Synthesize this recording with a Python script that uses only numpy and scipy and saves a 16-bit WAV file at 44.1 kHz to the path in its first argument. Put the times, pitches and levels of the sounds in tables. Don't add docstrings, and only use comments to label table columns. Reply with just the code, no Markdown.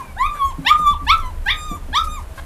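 import sys
import numpy as np
from scipy import signal
from scipy.fft import rfft, irfft, next_fast_len
from scipy.io import wavfile
from scipy.ndimage import uniform_filter1d, minimum_filter1d, map_coordinates

SR = 44100
rng = np.random.default_rng(int(sys.argv[2]) if len(sys.argv) > 2 else 0)


def pcm_store(signal):
    levels = np.round(np.clip(np.atleast_2d(signal), -1, 1) * 32767)
    wavfile.write(sys.argv[1], SR, levels.astype(np.int16).T)


N = 108045
T = np.arange(N) / SR
WAVER_DB = 6


def amp(db):
    return 10 ** (np.asarray(db) / 20)


def unit(x):
    return x / np.sqrt(np.mean(x ** 2) + 1e-20)


def along(points, hz):
    point_hz, values = np.transpose(points)
    return np.interp(np.log(hz + 1), np.log(point_hz + 1), values)


def curves(rows):
    s, *columns = np.transpose(rows)
    return [np.interp(T, s, column) for column in columns]


def wobble(knots_per_s):
    return map_coordinates(rng.standard_normal(400), [T * knots_per_s])


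def filtered(x, response):
    size = next_fast_len(N + SR // 2)
    spectrum = rfft(x, size) * response(np.fft.rfftfreq(size, 1 / SR))
    return irfft(spectrum, size)[..., :N]


def noise(spectrum, lumps_db=0):
    low_hz, high_hz = spectrum[0][0], spectrum[-1][0]
    lumpy = rng.standard_normal(N) * amp(lumps_db)
    response = lambda hz: amp(along(spectrum, hz)) * (hz > low_hz) * (hz < high_hz)
    return unit(filtered(lumpy, response))


def gate(start_s, end_s, edge_s):
    inside_s = np.minimum(T - start_s, end_s - T)
    return np.sin(np.pi / 2 * np.clip(inside_s / edge_s, 0, 1)) ** 2


def rumble():
    # time in seconds, level in dB.
    swells = [(0.0, -38), (0.28, -27.5), (0.38, -42), (0.46, -23.5), (0.59, -36.5), (0.97, -25),
              (0.99, -31.5), (1.05, -22), (1.85, -32), (1.88, -27), (2.4, -29), (2.45, -31)]
    # frequency in Hz, relative spectral density in dB.
    depths = [(15, -10.5), (27, 4.5), (45, -12), (64, -2), (82, -4.5), (105, -24.5)]
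    return amp(curves(swells)[0]) * noise(depths)


def room_air():
    # frequency in Hz, relative spectral density in dB.
    air_spectrum = [(71, -27), (120, 2), (415, -9), (552, -8), (704, -9.5), (1100, -11), (1350, -12.5),
                    (5280, -27.5), (11400, -25.5), (15500, -35.5)]
    return amp(-43 + wobble(7.2)) * noise(air_spectrum)


def rustles():
    # centre in seconds, length in seconds, peak level in dB.
    stroke_rows = [(0, 0.071, -48.5), (0.792, 0.023, -46), (.91, 0.062, -44), (1.053, .02, -49.5),
                   (1.181, 0.007, -37.5), (1.203, 0.013, -46.5), (2.055, 0.043, -40.5),
                   (2.21, 0.066, -50.5), (2.387, 0.064, -49)]
    # frequency in Hz, relative spectral density in dB.
    shavings = [(2000, 1.5), (8000, 2.5), (12000, 3), (15500, -17)]
    grain_db = 2.5
    strokes = sum(amp(db) * np.exp(-((T - s) / length_s * 2) ** 2) for s, length_s, db in stroke_rows)
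    return strokes * noise(shavings, grain_db * wobble(110))


def whimpers():
    # start in seconds, length in seconds, first and last pitch in Hz, fundamental level in dB,
    # fall per harmonic in dB.
    whimper_rows = [(-.02, 0.056, 1244, 902, -21.5, 22), (-.02, 0.17, 841, 741, -50, 0),
                    (.62, 0.15, 575, 563, -48, -1), (0.961, 0.096, 1158, 1161, -36, 28),
                    (1.176, 0.032, 1308, 1285, -11.5, 43), (1.95, 0.22, 576, 567, -51, 12),
                    (2.194, 0.27, 616.6, 678, -51.5, 26)]
    out = 0
    for s, length_s, first_hz, last_hz, db, fall_db in whimper_rows:
        hz = np.interp(T, [s, s + length_s], [first_hz, last_hz])
        phase = 2 * np.pi * np.cumsum(hz * (1 + 0.0057 * wobble(30.8))) / SR
        tone = 0
        for k in range(3):
            level_db = db - fall_db * k + WAVER_DB * np.minimum(wobble(30.52), 1)
            tone = tone + amp(level_db) * np.sin((k + 1) * phase)
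        out = out + tone * gate(s, s + length_s, 0.04)
    return out


def yips():
    # time in seconds, pitch in Hz, then relative levels in dB of the fundamental,
    # 2nd harmonic, open mouth's overtones, higher harmonics.
    yip_tables = [
        [(0.163, 683, -34.5, -48, -100, -77), (0.189, 935, -34.5, -29, -40, -55),
         (0.213, 1019, -12.5, -29.5, -40.5, -44), (0.269, 1260, -22, -29.5, -40.5, -47.5),
         (0.281, 1201, -32, -71, -39, -56), (0.325, 1176, -27.5, -52, -63, -46),
         (0.387, 1172, -31.5, -45, -53, -46), (0.423, 1093, -13, -46, -36, -43.5),
         (0.465, 1091, -21.5, -53, -46, -41.5), (0.505, 1067, -28.5, -50, -46, -48)],
        [(0.647, 761, -40, -34, -38, -61), (0.659, 798.3, -29.5, -37.5, -38.5, -47),
         (0.669, 888, -23.5, -19.5, -18, -51), (0.697, 1153, -23, -20.5, -13.5, -32.5),
         (0.715, 1215, 1.5, -26.5, -36, -33.5), (0.739, 1221, -18.5, -61, -48, -52),
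         (0.799, 1221, -22, -75, -51, -42.5), (0.843, 1200, -19, -54, -42.5, -48.5),
         (0.877, 1170, -9, -34.5, -27.5, -34.5), (0.928, 1168, -19, -48, -36.5, -68)],
        [(1.065, 836.2, -38, -28, -46, -53), (1.077, 873, -25, -27.5, -30, -42),
         (1.103, 1116, -13, -16, -12.5, -48), (1.121, 1304, -11.5, -24.5, -26.5, -37),
         (1.147, 1345, -13.5, -44, -40, -42), (1.165, 1222, -27.5, -53, -53, -49),
         (1.199, 1168, -33, -55, -47, -43), (1.233, 1038, -38, -41, -47, -56),
         (1.265, 1003, -30.5, -48.5, -52, -45), (1.298, 1003, -36.5, -59, -58, -65)],
        [(1.455, 789, -49, -38, -52, -36), (1.469, 799, -31.5, -20, -38, -48),
         (1.483, 886, -31, -17, -28.5, -45), (1.513, 1219, -28.5, -26.5, -18.5, -47),
         (1.527, 1260, -39, -59, -35, -52), (1.579, 1221, -35.5, -41.5, -46, -41),
         (1.633, 1227, -33, -59, -39, -38), (1.685, 1221, -33, -49, -42, -42),
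         (1.717, 1172, -30, -47, -39.5, -39.5), (1.76, 1177, -33, -53, -55, -42.5)],
        [(1.927, 803.9, -42, -32, -43, -55), (1.939, 840, -30.5, -25.5, -36.5, -40),
         (1.959, 1103, -15.5, -31, -18, -31.5), (1.979, 1227, -13.5, -31, -17.5, -38),
         (1.997, 1332, -20.5, -69, -55, -38), (2.059, 1253, -30.5, -69, -64, -45),
         (2.083, 1226, -28, -45, -56, -40.5), (2.111, 1231, -33, -52, -44.5, -36),
         (2.157, 1224, -36, -43.5, -45, -37), (2.188, 1050, -31.5, -50, -67, -46)],
    ]
    # open mouth's hiss against its overtones in dB, shift of harmonics above the 6th in dB.
    edge_rows = [(-20, 2), (-30, 3), (-29, -2), (-29, 0), (-36, -6)]
    # frequency in Hz, throat gain in dB.
    throat = [(2300, -1), (2900, -4.5), (3500, 1), (4000, -3.5), (4600, -18.5), (6000, -15.5), (7400, -9),
              (8500, -17), (12000, -12), (14000, -31)]
    # frequency in Hz, relative spectral density in dB.
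    breath = [(5000, -5), (8000, -23.5), (10000, -2), (12800, -1.5), (15500, -43)]
    release_s, release_drop, release_db = 0.027, 0.31, -17
    fast_glide_hz_per_s = 6000
    flutter_held_db, flutter_glide_db = 1.5, 3
    split_hz, glide_opens_hz = 4500, 1500
    waver_grows_db = .4
    held_share = .35
    rasp_db, breath_db = -25, -22
    treble_fade_db = 1

    tables = []
    for rows in yip_tables:
        s, last_hz, *levels_db = rows[-1]
        fall = [s + release_s, last_hz * (1 - release_drop), *np.add(levels_db, release_db)]
        tables.append([*rows, fall])
    hz, first_db, second_db, mouth_db, high_db = curves(np.concatenate(tables))
    edge_points = [(row[0], *edge) for rows, edge in zip(tables, edge_rows) for row in (rows[0], rows[-1])]
    hiss_db, top_db = curves(edge_points)

    rise = np.clip(np.gradient(hz) * SR / fast_glide_hz_per_s, 0, 1)
    glide = uniform_filter1d(rise, size=300)

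    def flutter_db():
        return (flutter_held_db + flutter_glide_db * glide) * np.minimum(wobble(90), 1)

    phase = 2 * np.pi * np.cumsum(hz * (1 + 0.00531 * wobble(120))) / SR
    voice = amp(first_db + glide * flutter_db() / 2) * np.sin(phase)
    voice = voice + amp(second_db + flutter_db()) * np.sin(2 * phase)
    for k in range(3, 17):
        high = np.clip(.5 + (k * hz - split_hz - glide_opens_hz * glide) / 900, 0, 1)
        level_db = mouth_db + high * (high_db - mouth_db) + along(throat, k * hz)
        level_db = level_db - treble_fade_db * max(k - 6, 0) + (k > 6) * top_db
        waver_share = held_share + (1 - held_share) * high
        waver_db = waver_share * (WAVER_DB + waver_grows_db * k) * np.minimum(wobble(21.42), .5)
        unsteady_db = waver_db + (0.78 + high) * flutter_db()
        voice = voice + amp(level_db + unsteady_db) * np.sin(k * phase)

    pulse = 1 + np.cos(phase)
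    rasp = amp(mouth_db + rasp_db) * noise([(1500, -15), *throat[:6]]) * pulse
    hiss = (amp(high_db + breath_db) + amp(mouth_db + hiss_db)) * noise(breath) * pulse
    gates = sum(gate(rows[0][0], rows[-1][0], 0.0042) for rows in tables)
    return (np.sqrt(2) * voice + rasp + hiss) * gates


def grunts():
    # start in seconds, length in seconds, level in dB.
    grunt_rows = [(0.346, 0.043, -39), (2.376, 0.0266, -32.5)]
    # frequency in Hz, chest gain in dB; closed below the first.
    chest = [(400, -29), (600, 0), (1600, 2), (2600, -14), (4200, -14), (6000, -55)]
    pulse_hz, noise_share = 545, .7
    cycles = np.cumsum(pulse_hz * (1 + 0.035 * wobble(140))) / SR
    pulses = unit(np.diff(np.floor(cycles), prepend=0))
    gated_noise = unit(rng.standard_normal(N) * (cycles % 1 < .5))
    source = pulses + noise_share * gated_noise
    hoarse = unit(filtered(source, lambda hz: amp(along(chest, hz)) * (hz > chest[0][0])))
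    return hoarse * sum(amp(db) * gate(s, s + length_s, 0.002) for s, length_s, db in grunt_rows)


def bumps():
    # start in seconds, relative level in dB, shift of puff and upper modes in dB.
    bump_rows = [(0.584, -17.5, -21), (0.632, -34, -24), (0.791, -28.5, -4.5), (0.906, -26.5, -9),
                 (1.016, -27.5, -16), (1.712, -25.5, 0.5), (1.883, -28, -3), (2.084, -36.5, 2.5)]
    # nominal mode frequency in Hz, relative level in dB, t60 in seconds.
    boards = [(163, 1.5, 0.17), (268, 0.5, 0.16), (414, -7, 0.049), (745, -9, 0.12)]
    puff_db, puff_t60_s = 6, 0.15
    out, puff = 0, noise([(150, 3), (800, -18)])
    for s, db, upper_db in bump_rows:
        t = np.maximum(T - s, 0)
        ring = amp(puff_db + upper_db - 60 * t / puff_t60_s) * puff
        for k, (hz, mode_db, t60_s) in enumerate(boards):
            level_db = mode_db + (k > 1) * upper_db + 2 * rng.normal() - 60 * t / t60_s
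            ring = ring + amp(level_db) * np.sin(2 * np.pi * hz * rng.normal(1, 0.031) * t)
        out = out + amp(db - 8) * ring * (1 - np.exp(-t / 0.002))
    return out


def pen_walls(x):
    # frequency in Hz, t60 in seconds.
    decay = [(500, 0.28), (1500, 0.25), (3500, 0.14), (10000, 0.15)]
    # frequency in Hz, relative gain of the walls' answer in dB.
    wall_colour = [(1300, -4), (1700, -4), (3000, 1), (12000, -5)]
    delay_s, walls_db = .011, -4.5
    out = np.zeros(N)
    for start in np.arange(0, N, SR // 4):
        hz, t, z = signal.stft(rng.standard_normal(SR // 2), SR, nperseg=256)
        dying = z * amp(-60 * t / along(decay, hz)[:, None])
        tail = signal.istft(dying, SR, nperseg=256)[1]
        part = x * np.clip(1 - abs(np.arange(N) - start) / (SR // 4), 0, 1)
        delayed = np.pad(part, (round(delay_s * SR), 0))
        out += signal.fftconvolve(delayed, tail / np.linalg.norm(tail))[:N]
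    return filtered(out, lambda hz: amp(walls_db + along(wall_colour, hz)))


def scene():
    near = whimpers() + yips() + grunts() + bumps()
    background = rumble() + room_air() + rustles()
    return (near + pen_walls(near) + background)[None]


def record(dry):
    ceiling, top_hz = .95, 15700
    needed = minimum_filter1d(np.minimum(1, ceiling / (abs(dry) + 1e-9)), size=441)
    limited = dry * uniform_filter1d(needed, size=221)
    return filtered(limited, lambda hz: hz < top_hz)


dry = scene()
out = record(dry)
pcm_store(out)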